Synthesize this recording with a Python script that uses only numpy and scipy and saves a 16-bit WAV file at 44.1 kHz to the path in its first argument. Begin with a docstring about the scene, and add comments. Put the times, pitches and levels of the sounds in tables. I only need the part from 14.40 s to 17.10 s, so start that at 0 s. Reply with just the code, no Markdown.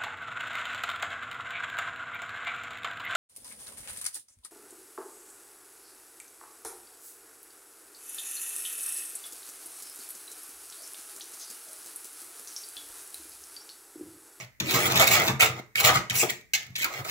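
"""A utility knife scrapes crumbly mortar off the edge of a tiled wall opening, in a small hard room. The scene
opens on the faint, fading end of a stroke; then come a long stroke, a short jab and a dropping chip, then a
deep and a light stroke. Last, the blade chatters, brushes the edge and works at a corner, where a second,
softer chip drops. One stream of random clicks drives the rasp, the fizz of sand, the crunch and the drumming of
the hollow wall. Extra filtered clicks and bursts make landings, snags and crumbs; wavering tones make the
squeaks and groans."""
import sys
import numpy as np
from scipy import signal
from scipy.fft import rfft, irfft
from scipy.io import wavfile
from scipy.ndimage import uniform_filter1d

SR = 44100
rng = np.random.default_rng(int(sys.argv[2]) if len(sys.argv) > 2 else 0)


def materialize(psi):
    """Save the field psi as 16-bit PCM at rate SR to the path in sys.argv[1].

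    A 1-D psi becomes a single channel; in a 2-D psi each row is a channel.
    """
    bounded = np.clip(np.atleast_2d(psi).T, -1, 1)
    quanta = np.round(bounded * 32767).astype(np.int16)
    wavfile.write(sys.argv[1], SR, quanta)


N = 119070
TIME_S = np.arange(N) / SR

# Tone of the drumming wall. Each row: frequency in Hz, relative level in dB.
DRUM_TONE = [(25, -55), (55, -16.5), (75, -9.5), (98, -3), (128, 5), (163, -13), (185, -9), (220, -9.5),
             (280, -16), (600, -56)]
# Tone of a breaking grain or crumb. Each row: frequency in Hz, relative level in dB.
GRAIN_TONE = [(200, -12), (700, -5.5), (1800, 1.5), (4000, 0.5), (5000, -4), (7500, -1.5), (9000, -18.5),
              (11000, -9.5), (15500, -0.5)]

HIT_WET_DB, DEBRIS_WET_DB = -2, -12.5  # how strongly contacts and debris feed the room


def amp(db):
    """Turns decibels into a gain."""
    return 10 ** (np.asarray(db) / 20)


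def unit(x):
    """Scales a signal to an rms level of 1."""
    return x / np.sqrt(np.mean(x ** 2) + 1e-20)


def read(points, hz):
    """Reads a table of frequencies and values, with straight lines between points on a log-frequency axis."""
    table_hz, value = np.transpose(points)
    return np.interp(np.log(hz + 1), np.log(table_hz + 1), value)


def convolve(x, response):
    """Lets every sample of x set off the response, and keeps the length of the scene."""
    return signal.fftconvolve(np.atleast_2d(x), np.atleast_2d(response), axes=1)[:, :N]


def colour(x, points, size=4096):
    """Gives x the tone in the table, with a filter of unit energy that responds only after its input."""
    hz = abs(np.fft.fftfreq(size, 1 / SR))
    log_gain = np.log(amp(read(points, hz)))
    # The Hilbert transform supplies the phase that puts the response as early as possible
    spectrum = np.exp(np.conj(signal.hilbert(log_gain)))
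    response = np.fft.ifft(spectrum).real[:size // 2]
    return convolve(x, response / np.linalg.norm(response))[0]


def high_pass(x, hz, order=2):
    """Weakens what lies under hz."""
    return signal.sosfilt(signal.butter(order, hz, "high", fs=SR, output="sos"), x)


def impulses(rows):
    """Makes one click for each pair of time in seconds and level in dB."""
    return sum(amp(db) * (np.arange(N) == round(start * SR)) for start, db in rows)


def gate(start, end):
    """Opens during a contact: a quick rise, a hold and a short release."""
    rise_s, release_s = 0.0007, 0.0019
    rise = np.clip((TIME_S - start) / rise_s, 0, 1)
    return rise * np.exp(-np.maximum(TIME_S - end, 0) / release_s)


def burst(start, length, db):
    """Shapes a brief contact that weakens as it lasts."""
    sag_db = -5.5  # change over one length
    progress = np.clip((TIME_S - start) / length, 0, 2)
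    return gate(start, start + length) * amp(db + sag_db * progress)


def send(x, wet_db):
    """Pairs a sound with its feed to the room."""
    return np.array([x, x * amp(wet_db)])


def ringing(x, modes):
    """Lets x strike a body whose resonances each fade at their own pace."""
    t = TIME_S[:SR // 2]
    response = sum(amp(db - 60 * t / t60) * np.cos(2 * np.pi * hz * t) for hz, db, t60 in modes)
    return convolve(x, response)[0]


def wall(x):
    """Adds the ring of the hollow wall to the sound that drives it."""
    # Resonances of the wall. Each row: frequency in Hz, relative level in dB, seconds to fade by 60 dB.
    wall_modes = [(129.4, -5, 0.069), (181, -1, 0.36), (219, -6, 0.15), (330, -0.5, 0.3), (442, 4, 0.18),
                  (611, 4.5, 0.19), (653, -11.5, .16)]
    ring_gain = amp(-51) / 2
    return x + ring_gain * ringing(x, wall_modes)


def background_air():
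    """Makes a faint steady hiss and hum of the air from filtered noise, separate for left and right."""
    # Tone of the air. Each row: frequency in Hz, relative level in dB.
    air_tone = [(25, 1), (60, 8.5), (130, 6), (300, -10), (1200, -19.5), (2100, -1), (3000, -21.5),
                (7000, -17), (10000, -22.5), (16000, -14)]
    level_db = -63
    return amp(level_db) * np.array([colour(rng.standard_normal(N), air_tone) for _ in range(2)])


def room(x, size=256):
    """Adds close reflections from the tiles to dry sound x[0], and a fading tail of the room to feed x[1]."""
    # Fading of the tail. Each row: frequency in Hz, seconds to fade by 60 dB.
    fade_times = [(100, 0.16), (260, 0.43), (700, 0.28), (1600, 0.34), (2150, 0.38), (2800, 0.27),
                  (4850, 0.3), (12800, 0.22)]
    # Likeness of the two sides. Each row: frequency in Hz, left-right likeness (1 is identical).
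    likeness = [(100, 0.67), (300, 0.71), (700, 0.83), (1500, 0), (15000, 0)]
    early_db, early_s = 5.5, 0.0029
    early_low_hz = 990  # the nearby surfaces reflect mainly above this

    # The tail is noise, partly shared by both sides, that fades at a pace set by frequency
    hz, t, z = signal.stft(rng.standard_normal((2, SR // 2)), SR, nperseg=size)
    same = np.clip(read(likeness, hz), -1, 1)[:, None]
    z = np.array([z[0], same * z[0] + np.sqrt(1 - same ** 2) * z[1]])
    fade = amp(-60 * t / read(fade_times, hz)[:, None])
    tail = signal.istft(z * fade, SR, nperseg=size)[1]
    t = np.arange(tail.shape[1]) / SR
    tail = tail * np.clip(t / early_s - 1, 0, 1)  # it starts after the close reflections

    early = high_pass(rng.standard_normal(tail.shape) * np.exp(-t / early_s), early_low_hz)
    close = amp(early_db) * convolve(x[0], early / np.linalg.norm(early[0]))
    return close + convolve(x[1], tail / np.linalg.norm(tail[0]))


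def moving_room(x, count=6):
    """Blends through a loop of random room responses, as the hand and the microphones move."""
    shift_s = 0.06  # time from one response to the next
    # Distance in time from each response's turn, wrapped around the loop
    apart = (TIME_S / shift_s - np.arange(count)[:, None] + count / 2) % count - count / 2
    shares = np.cos(np.pi / 2 * np.minimum(abs(apart), 1))
    return sum(room(x * share) for share in shares)


def debris():
    """Filters clicks into sharp cracks of single crumbs and dull ticks of falling chips."""
    # Single crumbs crack off. Each row: start in seconds, click level in dB.
    crumb_cracks = [(0.219, -22), (0.357, -7), (0.617, -4), (1.198, -29.5), (2.012, -34.5), (2.231, -27),
                    (2.267, -28), (2.305, -39), (2.53, -24)]
    # Loose chips drop. Each row: start in seconds, click level in dB.
    chip_drops = [(1.1972, -12.5), (2.412, -23.5)]
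    # Tone of a dropping chip. Each row: frequency in Hz, relative level in dB.
    chip_tone = [(60, -12), (200, 26), (700, 19), (1300, 0.5), (3000, -10.5), (7000, -14), (9000, -24),
                 (15500, -9.5)]
    return colour(impulses(crumb_cracks), GRAIN_TONE) + colour(impulses(chip_drops), chip_tone)


def squeaks():
    """Slips briefly fall in with one resonance of blade or wall: a wavering tone that slides as the edge moves."""
    # Squeaks and groans. Each row: start in seconds, length in seconds, middle pitch in Hz,
    # width of the wavering in Hz, peak level in dB.
    squeak_events = [(0.191, 0.31, 339.4, 108, -35), (0.273, 0.062, 3703, 400, -31.5),
                     (0.59, 0.036, 700, 70.6, -17.5), (0.675, 0.02, 3830, 213, -29),
                     (0.761, 0.12, 622.6, 25, -33), (1.012, 0.037, 1239, 200, -26.5),
                     (1.007, 0.031, 3600, 186, -26), (1.351, 0.016, 1850, 313, -32.5),
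                     (1.367, 0.041, 2950, 250, -30.5), (1.482, 0.029, 1282, 263, -19.5),
                     (1.547, 0.025, 1275, 219, -24), (1.778, 0.055, 7590, 617, -29),
                     (1.748, 0.099, 5850, 708, -33), (1.79, 0.038, 2446, 236.5, -28.5),
                     (1.818, 0.044, 342.8, 57, -31.5), (2.415, 0.032, 2433, 395.4, -33),
                     (2.439, 0.035, 1248, 412, -31.5)]
    glide = -0.046  # share by which the pitch slides from start to end
    out = np.zeros(N)
    for start, length, hz, width, db in squeak_events:
        progress = np.clip((TIME_S - start) / length, 0, 1)
        # Small random steps add up, so the phase strays
        jitter = np.sqrt(2 * np.pi * abs(width) / SR) * np.cumsum(rng.standard_normal(N))
        turns = np.cumsum(hz * (1 + glide * (progress - 0.5))) / SR
        swell = np.sin(np.pi * progress)
        out += amp(db) * swell * np.sin(2 * np.pi * turns + jitter)
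    return out


def slip_band():
    """Spreads the slip rates around the usual one."""
    scale_hz = 205  # the spread peaks a little below this, near 163 Hz
    ratio = np.fft.rfftfreq(N, 1 / SR) / scale_hz
    return ratio / (1 + ratio ** 3)


def grains():
    """The edge breaks grain after grain, clumped by sticking and slipping; the hand keeps the mean force even."""
    grains_per_s, spread_db, slip_db = 5000, 2, 3
    happens = rng.random(N) < grains_per_s / SR
    direction = rng.choice([-1., 1.], N)
    size = amp(spread_db * np.minimum(rng.exponential(1, N), 4))
    slips = unit(irfft(rfft(rng.standard_normal(N)) * slip_band(), N))
    force = happens * direction * size * amp(slip_db * slips)
    return force / np.sqrt(uniform_filter1d(force ** 2, size=700) + 1e-6)  # evened over about 16 ms


def snags():
    """Hard grains crack under the edge in short bursts of clicks."""
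    # The edge snags on a hard grain. Each row: start in seconds, length in seconds, starting level in dB.
    snag_events = [(0.306, 0.014, -30), (0.337, 0.038, -27), (0.455, 0.024, -27), (0.556, 0.0095, -25.5),
                   (0.6, 0.03, -29), (0.67, 0.009, -23), (0.711, 0.057, -24.5), (1.003, 0.0093, -32.5),
                   (1.4, 0.0083, -23), (1.444, 0.043, -22), (1.754, 0.012, -27.5), (1.821, 0.0017, -32),
                   (2.386, 0.002, -30.5), (2.417, 0.002, -31), (2.4425, 0.0034, -18.5)]
    return colour(grains() * sum(burst(*row) for row in snag_events), GRAIN_TONE)


def landings():
    """The blade ticks on the tile edge, chatters, rings and thuds the wall."""
    # The blade lands. Each row: start in seconds, length in seconds, starting level of the chatter in dB,
    # starting level of the thud in the wall in dB, level of the click that rings the knife in dB.
    landing_events = [(0.2007, 0.0066, -27, -49, -53), (1.3565, 0.0015, -28, -49, -29),
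                      (1.6982, 0.0065, -29.5, -38, -38), (1.897, 0.0082, -32, -52, -42),
                      (2.1353, 0.013, -24.5, -56.5, -28.5), (2.1483, 0.013, -29, -63, -25.5),
                      (2.363, 0.0026, -30, -62, -48)]
    # Tone of the blade on the tile. Each row: frequency in Hz, relative level in dB.
    blade_tone = [(200, -13), (450, -31), (750, -6.5), (1150, -22), (1800, 2), (2200, 1.5), (3000, 4.5),
                  (4000, 1), (5000, -1.5), (6700, 0.5), (7800, -8), (9000, -17), (11500, -9.5),
                  (15500, -9.5)]
    # Ring of the knife. Each row: frequency in Hz, relative level in dB, seconds to fade by 60 dB.
    knife_modes = [(2130, -8, .12), (2200, -3.5, .06), (3530, -23.5, .2), (3740, -13.5, 0.11),
                   (5795, -22, .15)]
    tick_db = 14  # the first touch, above the chatter that follows

    tick = impulses((start, db + tick_db) for start, _, db, _, _ in landing_events)
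    chatter = sum(burst(start, length, db) for start, length, db, _, _ in landing_events)
    thud = sum(burst(start, length, db) for start, length, _, db, _ in landing_events)
    blade = colour(tick + chatter * grains(), blade_tone)
    knife = ringing(impulses((start, db) for start, _, _, _, db in landing_events), knife_modes)
    return blade + knife + wall(colour(thud * grains(), DRUM_TONE))


def wander(x, size=512):
    """Shifts the tone in random patches, as the resonances of the contact change along the edge."""
    patchy_db = 2.0
    z = signal.stft(x, nperseg=size)[2]
    noise = rng.standard_normal(z.T.shape)
    smooth_in_time = uniform_filter1d(noise, size=5, axis=0)
    patches = unit(uniform_filter1d(smooth_in_time, size=4, axis=1)).T
    return signal.istft(z * unit(amp(patchy_db * patches)), nperseg=size)[1][:N]


def grit(rasp_level):
    """Now and then a coarse grain bursts under the pressed blade, as a click sized against the rasp."""
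    grit_per_s, smallest_db, spread_db = 65, 10, 4.5
    happens = rng.random(N) < grit_per_s / SR
    size = amp(smallest_db + spread_db * np.minimum(rng.exponential(1, N), 3))
    return colour(rasp_level * happens * size, GRAIN_TONE)


def scraping():
    """One stream of breaking grains drives the blade, the sand, the crumbs and the wall."""
    # One table per stroke. Each row: time in seconds, then the levels in dB, before the layer trims below,
    # of the rasp of the blade, the fizz of the sand, the crunch of the mortar and the drumming of the wall.
    opening_fade = [(0, -41, -54.5, -44, -36.5), (.05, -52, -60, -57.5, -50)]
    long_stroke = [(0.204, -38, -50, -33.5, -33), (0.223, -43, -61, -44.5, -30),
                   (0.251, -41, -50.5, -48.5, -38.5), (0.313, -31.5, -38.5, -32, -44),
                   (0.327, -34, -37, -38.5, -35), (0.356, -31.5, -49.5, -26, -24),
                   (0.395, -28.5, -33, -30.5, -45.5), (0.469, -31, -32, -31, -29),
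                   (0.498, -36, -54, -30.5, -32), (0.511, -26.5, -34.5, -28, -38),
                   (0.537, -31.5, -45, -30.5, -30.5), (0.57, -23.5, -34, -26.5, -32.5),
                   (0.589, -27.5, -37, -28.5, -25.5), (0.6, -20, -24.5, -22, -48),
                   (0.624, -20.5, -29, -17, -31.5), (0.662, -29, -44.5, -45.5, -39),
                   (0.678, -22.5, -24.5, -28.5, -25.5), (0.692, -29.5, -38.5, -27.5, -31),
                   (0.735, -23, -25.5, -29.5, -35.5), (0.795, -27, -42.5, -22.5, -31.5),
                   (0.861, -34.5, -36.5, -34.5, -40.5), (0.88, -22, -35, -27, -24),
                   (0.909, -41, -49, -28.5, -32), (0.967, -61, -78.5, -62, -37.5)]
    jab = [(0.995, -29.5, -38.5, -20.5, -49.5), (1.009, -18, -24.5, -30.5, -44),
           (1.025, -21.5, -27, -19.5, -22.5), (1.041, -23, -30, -24.5, -34.5),
           (1.075, -32, -46, -42, -35.5), (1.125, -60.5, -75, -48.5, -40), (1.185, -49, -60, -42.5, -45),
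           (1.2, -43.5, -65, -64, -52)]
    deep_stroke = [(1.359, -40, -43, -60, -56), (1.369, -32.5, -41, -47, -37.5),
                   (1.409, -27.5, -31, -26.5, -48), (1.424, -38.5, -46, -34, -33),
                   (1.445, -20.5, -28, -24.5, -29), (1.466, -26, -28, -26, -46),
                   (1.474, -21, -27, -25, -33), (1.496, -24, -38.5, -16.5, -30),
                   (1.53, -37, -43.5, -31, -29), (1.551, -25, -33.5, -26.5, -25.5),
                   (1.576, -28, -50, -30.5, -27), (1.62, -56, -67, -51, -55)]
    light_stroke = [(1.703, -24, -68, -38.5, -33), (1.723, -40.5, -52, -38, -40),
                    (1.757, -32.5, -30, -38, -36), (1.817, -39, -27.5, -48.5, -59),
                    (1.832, -25, -30, -24, -26), (1.855, -46, -47, -38, -63), (1.879, -47, -63, -49, -51),
                    (1.902, -24, -30, -49, -63), (1.916, -45, -57.5, -66, -35)]
    # The blade brushes the edge and the hand bumps the wall. 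Same columns.
    brush = [(2.168, -44, -57, -49.5, -59), (2.265, -56, -72, -65, -55), (2.294, -74, -79, -64, -42),
             (2.35, -65, -77, -69, -77)]
    corner_stroke = [(2.353, -29.5, -47, -61, -60), (2.374, -37, -57, -65, -47),
                     (2.386, -36.5, -34, -52, -46), (2.41, -33.5, -47, -66, -58),
                     (2.427, -30, -39, -59, -59), (2.439, -42, -52, -57, -69), (2.447, -30, -45, -64, -70),
                     (2.48, -57, -67, -44.5, -76), (2.536, -42, -52, -41.5, -57),
                     (2.58, -41, -48, -40.5, -45), (2.604, -44, -50, -31.5, -39),
                     (2.638, -69, -63, -80, -58), (2.648, -34.5, -45, -34.5, -59),
                     (2.663, -46, -50, -37.5, -55), (2.7, -30, -37, -45, -55)]
    # Tones of the blade, the sand and the mortar. Each row: frequency in Hz, relative level in dB.
    rasp_tone = [(900, -34.5), (1600, -8.5), (2100, 6.5), (2700, 1.5), (3200, -2.5), (3750, -1.5),
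                 (4600, -7.5), (6000, -6), (7600, -7), (8300, -25.5), (9300, -15), (14000, -45.5)]
    fizz_tone = [(5000, -52.5), (8000, -3), (9200, -9), (10800, -0.5), (13000, -3.5), (15200, -0.5),
                 (15800, 4.5), (16500, -28.5)]
    crunch_tone = [(150, -49), (280, -8.5), (335, -2), (390, -1.5), (520, 0), (640, 2.5), (800, 3),
                   (1030, -1.5), (1260, 7), (1480, -2), (1700, -2), (2300, -16), (5000, -33.5)]
    # Trims of rasp, fizz, crunch and drumming in dB, then how strongly each feeds the room in dB.
    layer_db = [-5.5, -6.5, -6, -4]
    layer_wet_db = [-1.5, -1, -1.5, -6.5]

    drive = wander(grains())
    levels = 0
    for rows in (opening_fade, long_stroke, jab, deep_stroke, light_stroke, brush, corner_stroke):
        stroke = np.array(rows)
        times = stroke[:, 0]
        curves_db = [np.interp(TIME_S, times, column) for column in stroke.T[1:]]
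        levels = levels + gate(times[0], times[-1]) * amp(curves_db)

    rasp = colour(levels[0] * drive, rasp_tone)
    fizz = colour(levels[1] * drive, fizz_tone)
    crunch = wall(colour(levels[2] * drive, crunch_tone))
    drumming = wall(colour(levels[3] * drive, DRUM_TONE))
    layers = rasp, fizz, crunch, drumming
    scrape = sum(send(amp(db) * x, wet_db) for x, db, wet_db in zip(layers, layer_db, layer_wet_db))
    return scrape + send(grit(levels[0]), DEBRIS_WET_DB)


def scene():
    """Brings everything to a close pair of microphones, directly and through the room."""
    # Balance of the sides by pitch. Each row: frequency in Hz, left minus right in dB.
    balance = [(100, -1.5), (300, 0.5), (600, 0), (1200, -5), (2400, -5.5), (4500, -2), (8500, 2.5),
               (15000, -3.5)]
    # Further balance of the sides over time. Each row: time in seconds, left minus right in dB.
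    drift = [(0, 2.5), (.8, 2.5), (1.5, 3), (1.8, 3.5), (2.2, 3), (2.7, 2)]
    lead_s = 0.00016  # the direct sound reaches the nearer, left microphone first by this much

    contacts = landings() + snags() + squeaks()
    sound = scraping() + send(contacts, HIT_WET_DB) + send(debris(), DEBRIS_WET_DB)
    hz = np.fft.rfftfreq(N, 1 / SR)
    side = np.array([[0.5], [-0.5]])  # left, right
    direct = rfft(sound[0]) * np.exp(2j * np.pi * side * hz * lead_s)
    reflected = rfft(moving_room(sound))
    both = irfft((direct + reflected) * amp(side * read(balance, hz)), N)
    drift_db = np.interp(TIME_S, *np.transpose(drift))
    return both * amp(side * drift_db) + background_air()


def record(dry):
    """Limits the sound to the band between a low and a high cutoff."""
    low_cut_hz, high_cut_hz = 46, 15750
    low_pass = signal.firwin(511, high_cut_hz, window=("kaiser", 9), fs=SR)
    return signal.oaconvolve(high_pass(dry, low_cut_hz), low_pass[None], "same")


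dry = scene()
out = record(dry)
materialize(out)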